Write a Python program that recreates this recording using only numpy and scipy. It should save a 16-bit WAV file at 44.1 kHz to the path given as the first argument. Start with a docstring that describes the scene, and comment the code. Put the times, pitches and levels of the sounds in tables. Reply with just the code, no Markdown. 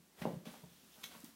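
"""A kitten pounces on crumpled paper on a hard floor in a small, bare room.
One dull knock and a run of soft paw thumps set the room ringing; pads scuff, one squeaks, claws tick.
The paper crackles in short strokes as its creases buckle, and slides and swishes over the floor.
A faint hiss and rumble lie underneath."""
import sys
import numpy as np
from scipy import signal
from scipy.fft import rfft, irfft
from scipy.io import wavfile

SR = 44100
rng = np.random.default_rng(int(sys.argv[2]) if len(sys.argv) > 2 else 0)


def dump_mix(stems):
    """Bounce the given channels to the path in sys.argv[1] as a 16-bit WAV at rate SR."""
    frames = np.atleast_2d(stems).T  # one column per channel
    limited = np.clip(frames, -1, 1)  # hard clip at full scale
    pcm = np.round(limited * 32767).astype(np.int16)
    wavfile.write(sys.argv[1], SR, pcm)


N = 59535
T = np.arange(N) / SR


def from_db(db):
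    """Decibels to gain."""
    return 10 ** (np.asarray(db) / 20)


def rms_one(x):
    """Scale to rms 1."""
    return x / np.sqrt(np.mean(x ** 2) + 1e-20)


def at_hz(points, hz):
    """Read a table on a log-frequency axis."""
    f, value = np.transpose(points)
    return np.interp(np.log(np.maximum(hz, 1)), np.log(f), value)


def colour(x, spectrum, tilt_db_per_oct=0):
    """Apply a spectrum, tilted about 3 kHz; rms 1."""
    hz = np.maximum(np.fft.rfftfreq(N, 1 / SR), 1)
    gain = from_db(at_hz(spectrum, hz) + tilt_db_per_oct * np.log2(hz / 3000))
    return rms_one(irfft(rfft(x) * gain, N))


def cut(x, hz, kind, order=2):
    """Butterworth filter."""
    return signal.sosfilt(signal.butter(order, hz, kind, fs=SR, output="sos"), x + 1e-18)


def through(x, response, gain_db=0):
    """Convolve with an impulse response."""
    return from_db(gain_db) * signal.fftconvolve(x, response)[:N]


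def decay(t60_s):
    """Exponential decay."""
    return np.exp(-np.log(1000) * T / t60_s)


def ringing(modes):
    """Impulse response of damped modes."""
    return sum(from_db(db) * np.cos(2 * np.pi * hz * T) * decay(t60_s) for hz, db, t60_s in modes)


def grains(per_s, spread_db):
    """Random clicks of uneven size."""
    sizes = from_db(spread_db * np.minimum(rng.exponential(1, N), 4))
    return sizes * rng.choice([-1, 1], N) * (rng.random(N) < per_s / SR)


def knock(room):
    """Hard landing: one blunt blow on the floor, band-limited by the contact; its low thud is played with the
    paw thumps."""
    at_s, low_hz, top_hz = .2538, 166, 928
    impulse = np.zeros(N)
    impulse[int(at_s * SR)] = -from_db(-12) * SR / (8 * top_hz)
    blow = cut(cut(impulse, low_hz, "high"), top_hz, "low", order=6)
    return blow + through(blow, room, gain_db=2.5)


def paws(room):
    """Each pad presses the floor in a smooth thud of a cycle or two; one such thud, just after the knock, is
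    the knock's own low body."""
    # paw falls: t/s, peak/dB, f/Hz, room send/dB; the row at 0.26 s is the low thud of the knock
    falls = [(.004, -67.5, 164, 5), (0.2229, -41.5, 189, -0.5), (0.2599, -37, 195, -16.5),
             (0.274, -41, 162, 2), (0.338, -44, 162, -4), (.371, -42, 153, -6), (.473, -44, 219, 0),
             (0.64, -54, 154, 3.5), (0.721, -63, 162, -9), (.836, -60, 210, -4.5), (0.986, -63, 206, -1),
             (1.043, -60, 222, -1), (1.166, -57, 205, 0), (1.242, -46, 256, -5.5)]
    half_width_cycles = 0.87
    direct, sent = 0, 0
    for at_s, db, hz, room_db in falls:
        cycles = hz * (T - at_s)
        thud = from_db(db) * np.cos(2 * np.pi * cycles) * np.exp(-(cycles / half_width_cycles) ** 2)
        direct += thud
        sent += from_db(room_db) * thud
    return direct + through(sent, room)


def scuffs(room):
    """Pads drag briefly over the floor: dull puffs of friction."""
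    # pad drags: peak t/s, level/dB, half-width/s, centre f/Hz
    drags = [(0.196, -65, 0.012, 470), (0.2202, -44.5, 0.0028, 490), (.462, -56.5, 0.0088, 490),
             (.5425, -54, 0.0051, 504), (0.64, -58.5, 0.0051, 507), (0.982, -70, .020, 646),
             (1.149, -56, 0.0082, 760)]
    band_oct = 1.55
    edge_ratio = 2 ** (band_oct / 2)
    puffs = 0
    for at_s, db, half_width_s, hz in drags:
        friction = rms_one(cut(rng.standard_normal(N), [hz / edge_ratio, hz * edge_ratio], "band"))
        puffs += from_db(db) * friction * np.exp(-((T - at_s) / half_width_s) ** 2)
    return puffs + through(puffs, room)


def squeak(room):
    """Stick-slip of a skidding paw, falling in pitch as it slows."""
    # skid: t/s, f/Hz, level/dB
    skid = [(0.2176, 2895, -63), (0.2197, 2625, -48), (.222, 2240, -49), (0.2248, 1990, -46.5),
            (0.227, 1820, -68)]
    at_s, hz, db = np.transpose(skid)
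    wobble_hz = 303 * rms_one(cut(rng.standard_normal(N), 584, "low"))
    pitch_hz = np.interp(T, at_s, hz) + wobble_hz
    envelope = from_db(np.interp(T, at_s, db)) * (T > at_s[0]) * (T < at_s[-1])
    tone = envelope * np.sin(2 * np.pi * np.cumsum(pitch_hz) / SR)
    return tone + through(tone, room, gain_db=2)


def claws(room):
    """Claws strike the hard floor: short, bright ticks."""
    # claw strikes: t/s, level before the high-pass/dB
    strikes = [(1.2043, -47), (1.2447, -39.5)]
    decay_s, low_hz = .0008, 5500
    envelope = sum(from_db(db) * (T >= at_s) * np.exp(-np.abs(T - at_s) / decay_s)
                   for at_s, db in strikes)
    ticks = cut(envelope * rng.choice([-1, 1], N), low_hz, "high")
    return ticks + through(ticks, room, gain_db=-6)


def paper_crackle(room):
    """Each stroke buckles the creases in a burst of tiny snaps that ring in the folds."""
    # strokes: peak t/s, level/dB, attack/s, release/s, tilt/(dB/oct), fold send/dB
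    strokes = [(.190, -55.5, 0.015, 0.034, -6, -2), (0.222, -49.5, 0.0056, 0.0079, -2.5, -20),
               (.226, -51, 0.011, 0.075, -5.5, -18), (0.456, -56, .003, 0.036, -1, -17.5),
               (0.474, -55.5, 0.005, 0.041, -5, -4), (0.542, -64, 0.01, 0.058, -3, -18),
               (1.035, -52, .002, 0.0069, 0, -2), (1.0398, -42.5, 0.0022, 0.0038, 1.5, 1),
               (1.060, -56.5, 0.0044, 0.011, 0, -11), (1.117, -59, 0.0088, 0.031, -2.5, -13),
               (1.150, -68, 0.024, 0.029, 3, -13), (1.25, -59, .003, 0.0041, 2.5, -6),
               (1.263, -68, .010, 0.018, 1.5, -11)]
    # snap spectrum: f/Hz, relative level/dB
    spectrum = [(200, -20), (500, -2), (1000, -1.5), (2000, 1.5), (3400, 0.5), (5000, -2), (8000, -8.5),
                (12500, -6.5), (16000, -18)]
    # fold resonances: f/Hz, level/dB, t60/s
    fold_modes = [(1940, -35.5, 0.032), (2220, -40.5, 0.039), (2700, -34.5, 0.022), (3218, -29.5, 0.032),
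                  (3427, -31.5, 0.035), (3865, -35, .025), (6180, -32.5, 0.014)]
    folds = ringing(fold_modes)
    crackle = 0
    for at_s, db, attack_s, release_s, tilt_db_per_oct, fold_db in strokes:
        envelope = np.exp(-np.maximum((at_s - T) / attack_s, (T - at_s) / release_s))
        texture = colour(grains(per_s=8000, spread_db=1.5), spectrum, tilt_db_per_oct)
        snaps = from_db(db) * envelope * texture
        crackle += snaps + through(snaps, folds, fold_db)
    return crackle + through(crackle, room, gain_db=-3)


def paper_slide():
    """Fine friction grains as paper and fur slide over the floor."""
    # slide envelope: t/s, level/dB
    levels = [(0, -99), (.13, -82), (.2, -59.5), (.34, -65.5), (.43, -73), (.52, -60.5), (.68, -68.5),
              (.77, -70.5), (.89, -67), (.94, -68), (1.01, -60.5), (1.2, -61), (1.29, -64), (1.35, -69)]
    # friction spectrum: f/Hz, relative level/dB
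    spectrum = [(100, 1), (220, 11.5), (500, 0), (1300, 4.5), (2300, -0.5), (3500, 1.5), (7000, -1),
                (12500, -0.5), (16000, -3)]
    envelope = from_db(np.interp(T, *np.transpose(levels)))
    return envelope * colour(grains(per_s=14000, spread_db=3), spectrum)


def paper_swish():
    """The flat of the sheet glides over the floor with a light hiss."""
    # glides: peak t/s, level/dB, half-width/s
    glides = [(0.774, -67.5, 0.12), (0.945, -64, 0.032)]
    # hiss spectrum: f/Hz, relative level/dB
    spectrum = [(1000, -22), (2400, -3.5), (3400, 3.5), (4600, -4.5), (5700, -1), (8000, -10),
                (16000, -5.5)]
    envelope = sum(from_db(db) * np.exp(-((T - at_s) / half_width_s) ** 2)
                   for at_s, db, half_width_s in glides)
    return envelope * colour(rng.standard_normal(N), spectrum)


def room_response():
    """A diffuse tail that dies band by band, plus the low room resonances."""
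    # room resonances: f/Hz, level/dB, t60/s
    modes = [(77.3, -46.5, 0.41), (145, -53.5, 0.27), (173.9, -47.5, 0.21), (233.1, -47, 0.26),
             (270.5, -59, .35), (324.6, -58.5, 0.57), (365, -69, 0.51), (415.1, -49.5, 0.25),
             (515.6, -52.5, 0.39), (571, -50, .35), (603.6, -57.5, 0.52), (633, -59.5, 0.23),
             (760, -89, 0.19), (774, -71, 0.21), (948, -66, 0.12), (1010, -46, 0.12)]
    # tail spectrum: f/Hz, gain/dB
    spectrum = [(60, -21), (120, -11.5), (200, 1), (350, 1.5), (600, -1), (1200, -3.5), (4000, -1),
                (15000, 3.5)]
    # tail decay: f/Hz, t60/s
    decay_times = [(150, 0.67), (600, 0.26), (3000, 0.24), (14000, 0.13)]
    first_echo_s = 0.0044
    onset = np.clip(T / first_echo_s - .5, 0, 1)
    edges_hz = np.geomspace(50, 17000, 15)
    tail = 0
    for low_hz, high_hz in zip(edges_hz, edges_hz[1:]):
        centre_hz = np.sqrt(low_hz * high_hz)
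        noise = cut(rng.standard_normal(N), [low_hz, high_hz], "band")
        band = rms_one(noise * decay(at_hz(decay_times, centre_hz)) * onset)
        unity_gain = np.sqrt(2 * (high_hz - low_hz) / SR / N)
        tail += band * unity_gain * from_db(at_hz(spectrum, centre_hz))
    return tail + ringing(modes)


def background(level_db):
    """Steady faint hiss and rumble."""
    # noise spectrum: f/Hz, relative level/dB
    spectrum = [(25, 4), (50, 13), (75, 8), (110, -8), (170, 15), (300, 11), (600, 3.5), (1300, -1),
                (4000, -3), (10000, -5), (15500, -6)]
    return from_db(level_db) * colour(rng.standard_normal(N), spectrum)


def scene():
    """Kitten and paper in one room, over the background; mono."""
    room = room_response()
    noise = background(level_db=-68)
    kitten = knock(room) + paws(room) + scuffs(room) + squeak(room) + claws(room)
    paper = paper_crackle(room) + paper_slide() + paper_swish()
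    return (kitten + paper + noise)[None]


def record(dry):
    """The microphone drops the deep bass; the top is cut steeply."""
    low_hz, top_hz = 62, 15850
    thin = cut(dry, low_hz, "high", order=4)
    return signal.sosfilt(signal.ellip(12, .1, 70, top_hz, fs=SR, output="sos"), thin)


dry = scene()
out = record(dry)
dump_mix(out)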